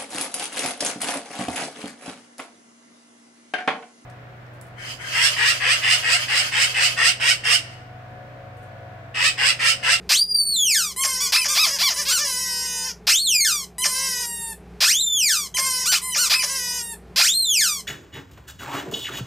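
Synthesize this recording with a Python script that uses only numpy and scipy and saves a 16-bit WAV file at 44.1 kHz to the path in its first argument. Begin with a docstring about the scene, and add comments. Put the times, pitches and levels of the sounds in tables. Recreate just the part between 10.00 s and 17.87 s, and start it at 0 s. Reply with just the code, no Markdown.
"""A small furnished room: a rubber toy with three reeds is squeezed and let go close to the microphone.
Each reed is a pulse train of harmonics coloured by its pipe: the high one squeals in arches, the middle
one drones near 1 kHz as the toy refills, the low one buzzes and leaps through registers when pressed.
Near echoes and a short tail make the room; an appliance hums in a hush; gain control lifts the pauses."""
import sys
import numpy as np
from scipy import signal
from scipy.fft import rfft, irfft
from scipy.io import wavfile
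from scipy.ndimage import uniform_filter1d

SR = 44100
rng = np.random.default_rng(int(sys.argv[2]) if len(sys.argv) > 2 else 0)


def store_pcm(level_fs):
    """Save levels as 16-bit WAV."""
    pcm = np.round(np.clip(level_fs, -1, 1) * 32767).astype(np.int16)
    wavfile.write(sys.argv[1], SR, np.atleast_2d(pcm).T)


N = 347067

GENTLE_PRESSES = [(1.55, 1.574, 1.615, 1.66, 1296, -16.5), (1.785, 1.816, 1.842, 1.897, 1160, -19),
                  (2.05, None, 2.088, 2.135, 557.6, -24)]
# colour of the low reed's pipe, air drawn in: freq_hz, gain_db
LOW_INWARD_PIPE = [(450, -24), (1000, -18), (2000, -12.5), (2500, -15), (3050, -11.5), (4050, -20),
                   (5000, 1.5), (6600, -3.5), (7300, -10.5), (8300, -22.5), (11000, -17), (15000, -24.5)]
# low register of the low reed, time of a register leap, level at the start of a press
LOW_ENTRY_HZ, LOW_EXIT_HZ, LEAP_S, PRESS_RISE_DB = 464.3, 730.6, .006, -10.5


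def gain_of(db):
    """Decibels to an amplitude factor."""
    return 10 ** (np.asarray(db) / 20)


def evened(x):
    """Scales to rms 1."""
    return x / np.sqrt(np.mean(x ** 2) + 1e-20)


def read(points, hz):
    """Interpolates a table on a log-frequency axis."""
    f, value = np.transpose(points)
    return np.interp(np.log(hz + 1), np.log(f + 1), value)


def wobble(count, seconds):
    """Noise of rms 1, smoothed twice by a moving mean of this length."""
    size = max(round(seconds * SR), 2)
    once = uniform_filter1d(rng.standard_normal(count), size=size)
    return evened(uniform_filter1d(once, size=size))


def reed(notes, pipe, waver, dull_db, smooth_samples=120):
    """Pulse trains as sums of harmonics, each weighted and delayed by the pipe; note rows: s, Hz, dB."""
    top_hz = SR / 2.6
    grid_hz = np.fft.rfftfreq(1024, 1 / SR)
    log_gain = np.log(gain_of(read(pipe, grid_hz)))
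    mirrored = np.r_[log_gain, log_gain[-2:0:-1]]
    phase_rad = -signal.hilbert(mirrored).imag[:len(grid_hz)]  # minimum phase: pipe rings after each pulse
    out = np.zeros(N)
    for rows in notes:
        s, hz, level_db = np.transpose(rows)
        at = np.arange(round(s[0] * SR), round(s[-1] * SR))
        hz, level_db = np.interp(at / SR, s, hz), np.interp(at / SR, s, level_db)
        hz = uniform_filter1d(hz, size=smooth_samples, mode="nearest")  # the reed rounds off changes
        glide_per_s = np.minimum(abs(np.gradient(np.log(hz))) * SR, 30)
        jerks = .0012 * glide_per_s * wobble(len(at), .004)  # slides are uneven
        hz = hz * (1 + waver * wobble(len(at), 0.0021) + jerks)

        k = np.arange(1, top_hz / hz.min())[:, None]
        harmonic_hz = k * hz
        # a fast reed hardly shuts: overtones lose dull_db an octave at 3 kHz pitch, less when lower
        fading_db = dull_db * np.log2(k) * hz / 3000
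        weight = gain_of(read(pipe, harmonic_hz) - fading_db) * (harmonic_hz < top_hz)
        phase = 2 * np.pi * k * np.cumsum(hz) / SR + np.interp(harmonic_hz, grid_hz, phase_rad)
        tone = (weight * np.cos(phase)).sum(0)
        tone /= np.sqrt((weight ** 2).sum(0) / 2)
        ramp = np.minimum(at - at[0], (at[-1] - at) / 4) / (.001 * SR)  # 1 ms in, 4 ms out
        out[at] += gain_of(level_db) * np.minimum(1, ramp) * tone
    return out


def arch(t, crest_s, start_hz, crest_hz, end_hz):
    """Pitch that bends up to a crest and eases down again."""
    up = np.clip((crest_s - t) / (crest_s - t[0]), 0, 1)
    down = np.clip((t - crest_s) / (t[-1] - crest_s), 0, 1)
    return crest_hz - (crest_hz - start_hz) * up ** 2 - (crest_hz - end_hz) * down ** 1.6


def droop(t, seconds):
    """Pitch lost, in Hz, as the air gives out at the end of a note."""
    droop_hz_per_s = 2100
    return droop_hz_per_s * seconds * np.maximum(1 - (t[-1] - t) / seconds, 0) ** 2


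def squeal(rows, tail):
    """The arch of the hand, then a tail that drops fast, sags slowly, droops and fades ever faster."""
    slip_s, droop_s, bend = .005, .03, 1.4
    from_hz, knee_hz, rest_hz = 1830, 1222, 1027
    tail_db, fade_db = -18.5, -22
    knee_s, end_s = tail
    t = np.linspace(0, end_s, num=60)
    hz = np.interp(t, [knee_s, end_s], [knee_hz, rest_hz]) - droop(t, droop_s)
    hz = hz + (from_hz - knee_hz) * np.maximum(1 - t / knee_s, 0) ** bend
    level_db = tail_db + fade_db * (t / end_s) ** 1.5
    return np.r_[rows, np.c_[rows[-1][0] + slip_s + t, hz, level_db]]


def squeals():
    """High reed: pitch follows the pressure of the hand until it slips into its dying tail."""
    # one list a squeal: time_s, pitch_hz, level_db
    hand_arches = [
        [(0.115, 823, -19), (0.14, 2500, -16), (0.18, 4470, -20), (0.23, 4830, -15), (0.26, 4826, -40),
         (0.3, 4828, -19.5), (0.343, 4750, -30), (0.348, 4730, -16), (0.39, 4583, -20), (0.43, 4502, -18.5),
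         (0.52, 4445, -25.5), (0.563, 3940, -24), (0.566, 3660, -22), (0.603, 3420, -21), (0.64, 3287, -21),
         (0.7, 2623, -19), (0.745, 2054, -20)],
        [(3.09, 1145, -21), (3.1, 1560, -16.5), (3.12, 2410, -15.5), (3.163, 3500, -18), (3.187, 3780, -20.5),
         (3.192, 4140, -23.5), (3.225, 4460, -26), (3.265, 4040, -25), (3.27, 3700, -21), (3.3, 3154, -20),
         (3.35, 2482, -18.5), (3.404, 2335, -21), (3.408, 2191, -17), (3.445, 2116, -22)],
        [(4.83, 901, -26), (4.87, 1407, -18), (4.898, 1940, -15.5), (4.902, 2140, -16), (4.925, 2790, -18.5),
         (4.95, 3235, -21), (5.0, 3750, -23), (5.012, 4070, -21.5), (5.025, 3627, -23), (5.13, 3510, -23),
         (5.16, 3410, -23.5), (5.2, 3040, -21), (5.23, 2550, -20.5), (5.27, 2275, -19.5), (5.292, 1920, -21)],
        [(7.195, 826, -29), (7.24, 1459, -16.5), (7.26, 1950, -17.5), (7.29, 3280, -18), (7.305, 3560, -19),
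         (7.335, 3810, -25), (7.34, 4100, -25), (7.365, 4195, -22), (7.4, 4236, -24), (7.45, 4010, -24.5),
         (7.455, 3675, -25), (7.5, 3430, -20.5), (7.53, 3160, -20.5), (7.575, 2460, -19.5),
         (7.608, 2090, -18.5)],
    ]
    # dying tail of each squeal: level_off_s, end_s (both from the tail's start)
    dying_tails = [(.1, .18), (.078, 0.2), (.075, 0.18), (.085, 0.2)]
    # colour of the pipe: freq_hz, gain_db
    squeal_pipe = [(800, -14), (1500, -10), (2500, -9.5), (4000, -3), (5500, 2.5), (7000, 0.5), (9000, -1),
                   (10800, -13.5), (12500, -4.5), (15000, -14.5)]
    return reed(map(squeal, hand_arches, dying_tails), squeal_pipe, waver=0.0016, dull_db=5.5)


def chirp(start_s, crest_s, end_s, crest_hz, level_db):
    """One arch with a soft start that fades at its end."""
    start_hz, end_hz, fade_db = 1098, 1020, -10
    t = np.linspace(start_s, end_s, num=40)
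    fade = ((t - start_s) / (end_s - start_s)) ** 6 + 0.31 * np.exp((start_s - t) / 0.0069)
    return np.c_[t, arch(t, crest_s, start_hz, crest_hz, end_hz), level_db + fade_db * fade]


def chirps():
    """High reed: short pitch arches as the grip shifts."""
    # start_s, crest_s, end_s, crest_hz, level_db
    chirp_rows = [(1.204, 1.237, 1.285, 1160, -24.5), (1.482, 1.516, 1.57, 1212, -24.5),
                  (2.084, 2.137, 2.21, 1514, -21.5), (5.857, 5.905, 5.99, 1515, -21),
                  (6.172, 6.206, 6.285, 1494, -20.5)]
    # colour of the pipe: freq_hz, gain_db
    chirp_pipe = [(1000, -12), (2400, -11), (3500, -7.5), (4600, -4), (6000, -2.5), (8000, -3),
                  (10500, -12.5), (15000, -15.5)]
    notes = [chirp(*row) for row in chirp_rows]
    return reed(notes, chirp_pipe, waver=.001, dull_db=1.5, smooth_samples=500)


def drone(start_s, crest_s, end_s, crest_hz, sag_hz_per_s, droop_s, crest_db):
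    """Rises to a crest, settles, sags as the toy fills and droops at the end; level follows pitch."""
    start_hz, settle_hz, settle_s, db_per_hz = 979, 20, .1, 0.09
    round_s = .02  # the sag sets in gradually
    t = np.arange(start_s, end_s, .002)
    after = np.maximum(t - crest_s, 0)
    hz = arch(t, crest_s, start_hz, crest_hz, crest_hz)
    hz = hz - settle_hz * (1 - np.exp(-(after / settle_s) ** 2))
    hz = hz - sag_hz_per_s * (after - round_s * (1 - np.exp(-after / round_s)))
    hz = hz - droop(t, droop_s)
    return np.c_[t, hz, crest_db + db_per_hz * (hz - crest_hz)]


def drones():
    """Middle reed, driven by air drawn back in."""
    # start_s, crest_s, end_s, crest_hz, sag_hz_per_s, droop_s, crest_db
    drone_rows = [(0.962, 1.032, 1.19, 1088, 512, 0.041, -26),
                  (1.321, 1.373, 1.455, 1024, 447, 0.024, -28.5),
                  (1.604, 1.638, 1.785, 1008, 420, 0.047, -31),
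                  (1.937, 1.973, 2.052, 1002, 200, 0.033, -33), (2.248, 2.297, 2.89, 1009, 150.3, .03, -31),
                  (3.782, 3.871, 4.54, 1033, 171, .03, -28), (5.545, 5.626, 5.845, 1064, 327, 0.035, -26.5),
                  (6.016, 6.05, 6.147, 1029, 350, .03, -30.5),
                  (6.321, 6.359, 6.95, 1029, 159.4, 0.039, -30)]
    # colour of the pipe: freq_hz, gain_db
    drone_pipe = [(800, -11), (1900, -5), (3000, -13), (4000, -10), (6500, -17), (7300, -4), (8300, -1.5),
                  (9300, -1.5), (10200, -6.5), (11200, -5), (12300, -11), (15000, -20.5)]
    notes = [drone(*row) for row in drone_rows]
    return reed(notes, drone_pipe, waver=0.00037, dull_db=0.5, smooth_samples=300)


def hard_press(start_s, leap_s, second_leap_s, end_s, top_hz, level_db):
    """Low, middle and high register in turn; level dips in each leap; a long top steps down a little."""
    low_halfway_hz = 560  # the low climb starts slowly
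    middle_entry_hz, middle_exit_hz, high_entry_hz = 1099, 1352, 2405
    dip_db, top_db, fade_db = -3, -6.5, -12
    climb_s, hold_s, step_hz = .013, .032, 211
    high_s = second_leap_s + LEAP_S
    top_s = min(high_s + climb_s, end_s - .001)
    step_s = top_s + hold_s
    rows = [(start_s, LOW_ENTRY_HZ, level_db + PRESS_RISE_DB),
            ((start_s + leap_s) / 2, low_halfway_hz, level_db + dip_db),
            (leap_s, LOW_EXIT_HZ, level_db),
            (leap_s + LEAP_S, middle_entry_hz, level_db + dip_db),
            (second_leap_s, middle_exit_hz, level_db),
            (high_s, high_entry_hz, level_db + dip_db / 2),
            (top_s, top_hz, level_db + top_db)]
    if end_s < step_s + LEAP_S:
        return rows + [(end_s, top_hz, level_db + fade_db)]
    return rows + [(step_s, top_hz - step_hz / 4, level_db + fade_db),
                   (step_s + LEAP_S, top_hz - step_hz, level_db + top_db),
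                   (end_s, top_hz - step_hz, level_db + fade_db)]


def gentle_press(start_s, leap_s, crest_s, end_s, top_hz, level_db):
    """A climb through the low register, if it leaps, and one flat-topped arch."""
    rise_share, fall_share, flatness = .17, .24, 2.2  # shares of pitch below the top at start and end
    t = np.linspace(leap_s + LEAP_S if leap_s else start_s, end_s, num=30)
    rising = t < crest_s
    away = np.where(rising, (crest_s - t) / (crest_s - t[0]), (t - crest_s) / (end_s - crest_s))
    hz = top_hz * (1 - np.where(rising, rise_share, fall_share) * away ** flatness)
    rise_db = 0 if leap_s else PRESS_RISE_DB * rising * away
    bend = np.c_[t, hz, level_db + rise_db + 0 * t]
    if not leap_s:
        return bend
    climb = [(start_s, LOW_ENTRY_HZ, level_db + PRESS_RISE_DB), (leap_s, LOW_EXIT_HZ, level_db)]
    return np.r_[climb, bend]


def presses():
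    """Low reed pressed: climbs through a register and leaps to the next."""
    # start_s, leap_to_middle_s, leap_to_high_s, end_s, top_hz, level_db
    hard_rows = [(0.091, 0.109, 0.12, 0.14, 2960, -15.5), (1.321, 1.334, 1.361, 1.432, 2640, -15),
                 (3.068, 3.08, 3.095, 3.114, 3030, -15), (4.804, 4.828, 4.842, 4.868, 2750, -14),
                 (5.916, 5.93, 5.94, 5.97, 3024, -16.5), (6.296, 6.318, 6.339, 6.415, 2615, -15),
                 (7.159, 7.199, 7.213, 7.229, 2530, -13.5)]
    # colour of the pipe, air pushed out: freq_hz, gain_db
    outward_pipe = [(450, -24), (1200, -15), (2400, -7.5), (3700, -5.5), (5100, 1), (6300, -9.5),
                    (9000, -15.5), (15000, -15.5)]
    notes = [hard_press(*row) for row in hard_rows] + [gentle_press(*row) for row in GENTLE_PRESSES]
    return reed(notes, outward_pipe, waver=0.0058, dull_db=6)


def cracks():
    """Low reed falls through its registers: whistles cracking on drawn-in air, slips after gentle presses."""
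    # whistles: start_s, crack_s, slowness (factor), whistle_hz, level_db
    whistle_rows = [(1.008, 1.034, 1.05, 3050, -26.5), (1.406, 1.442, 1.05, 2943, -28),
                    (3.818, 3.84, 1.07, 2960, -24), (5.541, 5.568, 1.25, 3020, -27.5),
                    (6.121, 6.146, 1.05, 2905, -28), (6.398, 6.42, 1.13, 2880, -27.5)]
    # path of a crack: delay_s (times slowness), pitch_hz, level_db (re whistle)
    crack_path = [(.003, 2347, 5.5), (.01, 1502, -2), (.016, 620, 7.5), (.03, 514.7, 4)]
    # path of a slip: delay_s (after the press), pitch_hz, level_db (re press)
    slip_path = [(0, 903, -12), (.01, 691, -4), (.04, 525, -10)]
    sag_hz, rise_db = 180, -7.5  # a whistle starts sharper and softer
    notes = []
    for start_s, crack_s, slowness, hz, db in whistle_rows:
        whistle = [(start_s, hz + sag_hz, db + rise_db), (crack_s, hz, db)]
        notes.append(whistle + [(crack_s + slowness * d, f, db + more_db) for d, f, more_db in crack_path])
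    for _, leap_s, _, end_s, _, db in GENTLE_PRESSES:
        if leap_s:
            notes.append([(end_s + d, f, db + more_db) for d, f, more_db in slip_path])
    return reed(notes, LOW_INWARD_PIPE, waver=0.004, dull_db=9.5)


def buzz(rows, level_db):
    """More flow, higher and louder: level follows pitch."""
    base_hz, db_per_octave = 497.5, 29.5
    return [(s, hz, level_db + db_per_octave * np.log2(hz / base_hz)) for s, hz in rows]


def buzzes():
    """Low reed buzzing on air drawn in; pitch follows the flow."""
    # one list a buzz: time_s, pitch_hz
    buzz_rows = [
        [(1.08, 502), (1.12, 525), (1.145, 505.7), (1.2, 515), (1.23, 492.7), (1.31, 490)],
        [(1.475, 480), (1.51, 548), (1.55, 508)],
        [(1.7, 538), (1.745, 569), (1.765, 544), (1.78, 454)],
        [(1.96, 519), (2.0, 609), (2.04, 468)],
        [(2.17, 519), (2.22, 603.6), (2.25, 565), (2.3, 527), (2.325, 499), (2.35, 502), (2.41, 516.5),
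         (2.5, 507), (2.6, 506), (2.64, 512.6), (2.68, 497.8), (2.84, 501.2), (2.87, 524.6), (2.92, 455)],
        [(3.89, 490), (3.95, 523.3), (4.05, 534.7), (4.12, 508), (4.18, 495.6), (4.22, 504.5), (4.26, 457)],
        [(5.625, 483.5), (5.67, 530.6), (5.705, 511.3), (5.75, 505), (5.825, 516), (5.85, 504), (5.88, 470)],
        [(6.18, 467), (6.24, 529), (6.29, 464)],
        [(6.47, 476), (6.5, 540), (6.56, 533), (6.6, 497.5), (6.7, 495.5), (6.78, 500.5), (6.82, 467)],
    ]
    # one value a buzz: level_db (at base_hz)
    buzz_levels = [-32, -32, -32.5, -34, -33.5, -32.5, -31.5, -31, -33]
    notes = map(buzz, buzz_rows, buzz_levels)
    return reed(notes, LOW_INWARD_PIPE, waver=0.00064, dull_db=10.0, smooth_samples=800)


def room(x, wet_db):
    """A few near reflections, then sparse taps of random sign, each band dying at its own speed."""
    # decay: freq_hz, t60_s
    decay_times = [(500, 0.26), (1500, 0.17), (4000, 0.15), (8000, 0.16), (15000, 0.18)]
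    # near surfaces: delay_s, level_db
    near_echoes = [(.0012, -11.5), (.0031, -13.5), (.0057, -8), (.0094, -23), (0.0149, -16.5),
                   (.021, -14.5)]
    taps = np.zeros(SR // 2)
    at = np.arange(200, SR // 2 - 20, 20)
    taps[at + rng.integers(0, 20, len(at))] = rng.choice([-1., 1.], len(at))
    hz, t, bands = signal.stft(taps, SR, nperseg=256)
    decay_db = -60 * t / read(decay_times, hz)[:, None]
    tail = signal.istft(bands * gain_of(decay_db), SR, nperseg=256)[1]
    tail = gain_of(wet_db) * tail / np.linalg.norm(tail)
    signs = rng.choice([-1., 1.], len(near_echoes))
    for (delay_s, db), sign in zip(near_echoes, signs):
        tail[round(delay_s * SR)] += sign * gain_of(db)
    return signal.fftconvolve(x, tail)[:N]


def background():
    """Appliance hum as sines wavering in level and phase, over the room's hush of shaped noise."""
    # hum lines: freq_hz, level_db (rms)
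    hum_lines = [(59.2, -56), (84, -68.5), (120, -82.5), (177.6, -56.5), (404, -76)]
    # spectrum of the hush: freq_hz, density_db (relative)
    hush_spectrum = [(26, -46), (45, -15.5), (190, 0), (296, -14), (416, -0.5), (519, -13.5), (805, -11.5),
                     (932, -18), (2540, -25), (2940, -30), (4140, -32.5), (15500, -47)]
    hush_db = -53.5
    t = np.arange(N) / SR
    hum = np.zeros(N)
    for hz, db in hum_lines:
        amplitude = np.sqrt(2) * gain_of(db + 1.5 * wobble(N, 0.038))
        hum += amplitude * np.sin(2 * np.pi * (hz * t + 0.13 * wobble(N, 0.084)))
    shape = gain_of(read(hush_spectrum, np.fft.rfftfreq(N, 1 / SR)))
    hush = irfft(rfft(rng.standard_normal(N)) * shape, N)
    return hum + gain_of(hush_db) * evened(hush)


def scene():
    """The reeds, their room and the background, alike on both channels."""
    toy = squeals() + chirps() + drones() + presses() + cracks() + buzzes()
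    direct = gain_of(1.0) * toy
    return np.tile(direct + room(toy, wet_db=-6) + background(), (2, 1))


def record(dry):
    """Gain control creeps up in pauses and drops at once on a squeak; then soft clipping and a band limit."""
    edge_hz, release_db_per_s, floor_db = 15300, 60., -48
    power = uniform_filter1d((dry ** 2).mean(0), size=400)
    power_db = 10 * np.log10(abs(power) + 1e-12)
    fall_db = np.arange(N) * release_db_per_s / SR
    held_db = np.maximum(np.maximum.accumulate(power_db + fall_db) - fall_db, floor_db)
    lifted = dry * gain_of(-.25 * uniform_filter1d(held_db + 15.5, size=100))
    rounded = 0.93 * np.tanh(lifted / 0.97)  # the input stage rounds off the tallest pulses
    lowpass = signal.firwin(511, edge_hz, window=("kaiser", 9), fs=SR)
    return signal.oaconvolve(rounded, lowpass[None], "same")


dry = scene()
out = record(dry)
store_pcm(out)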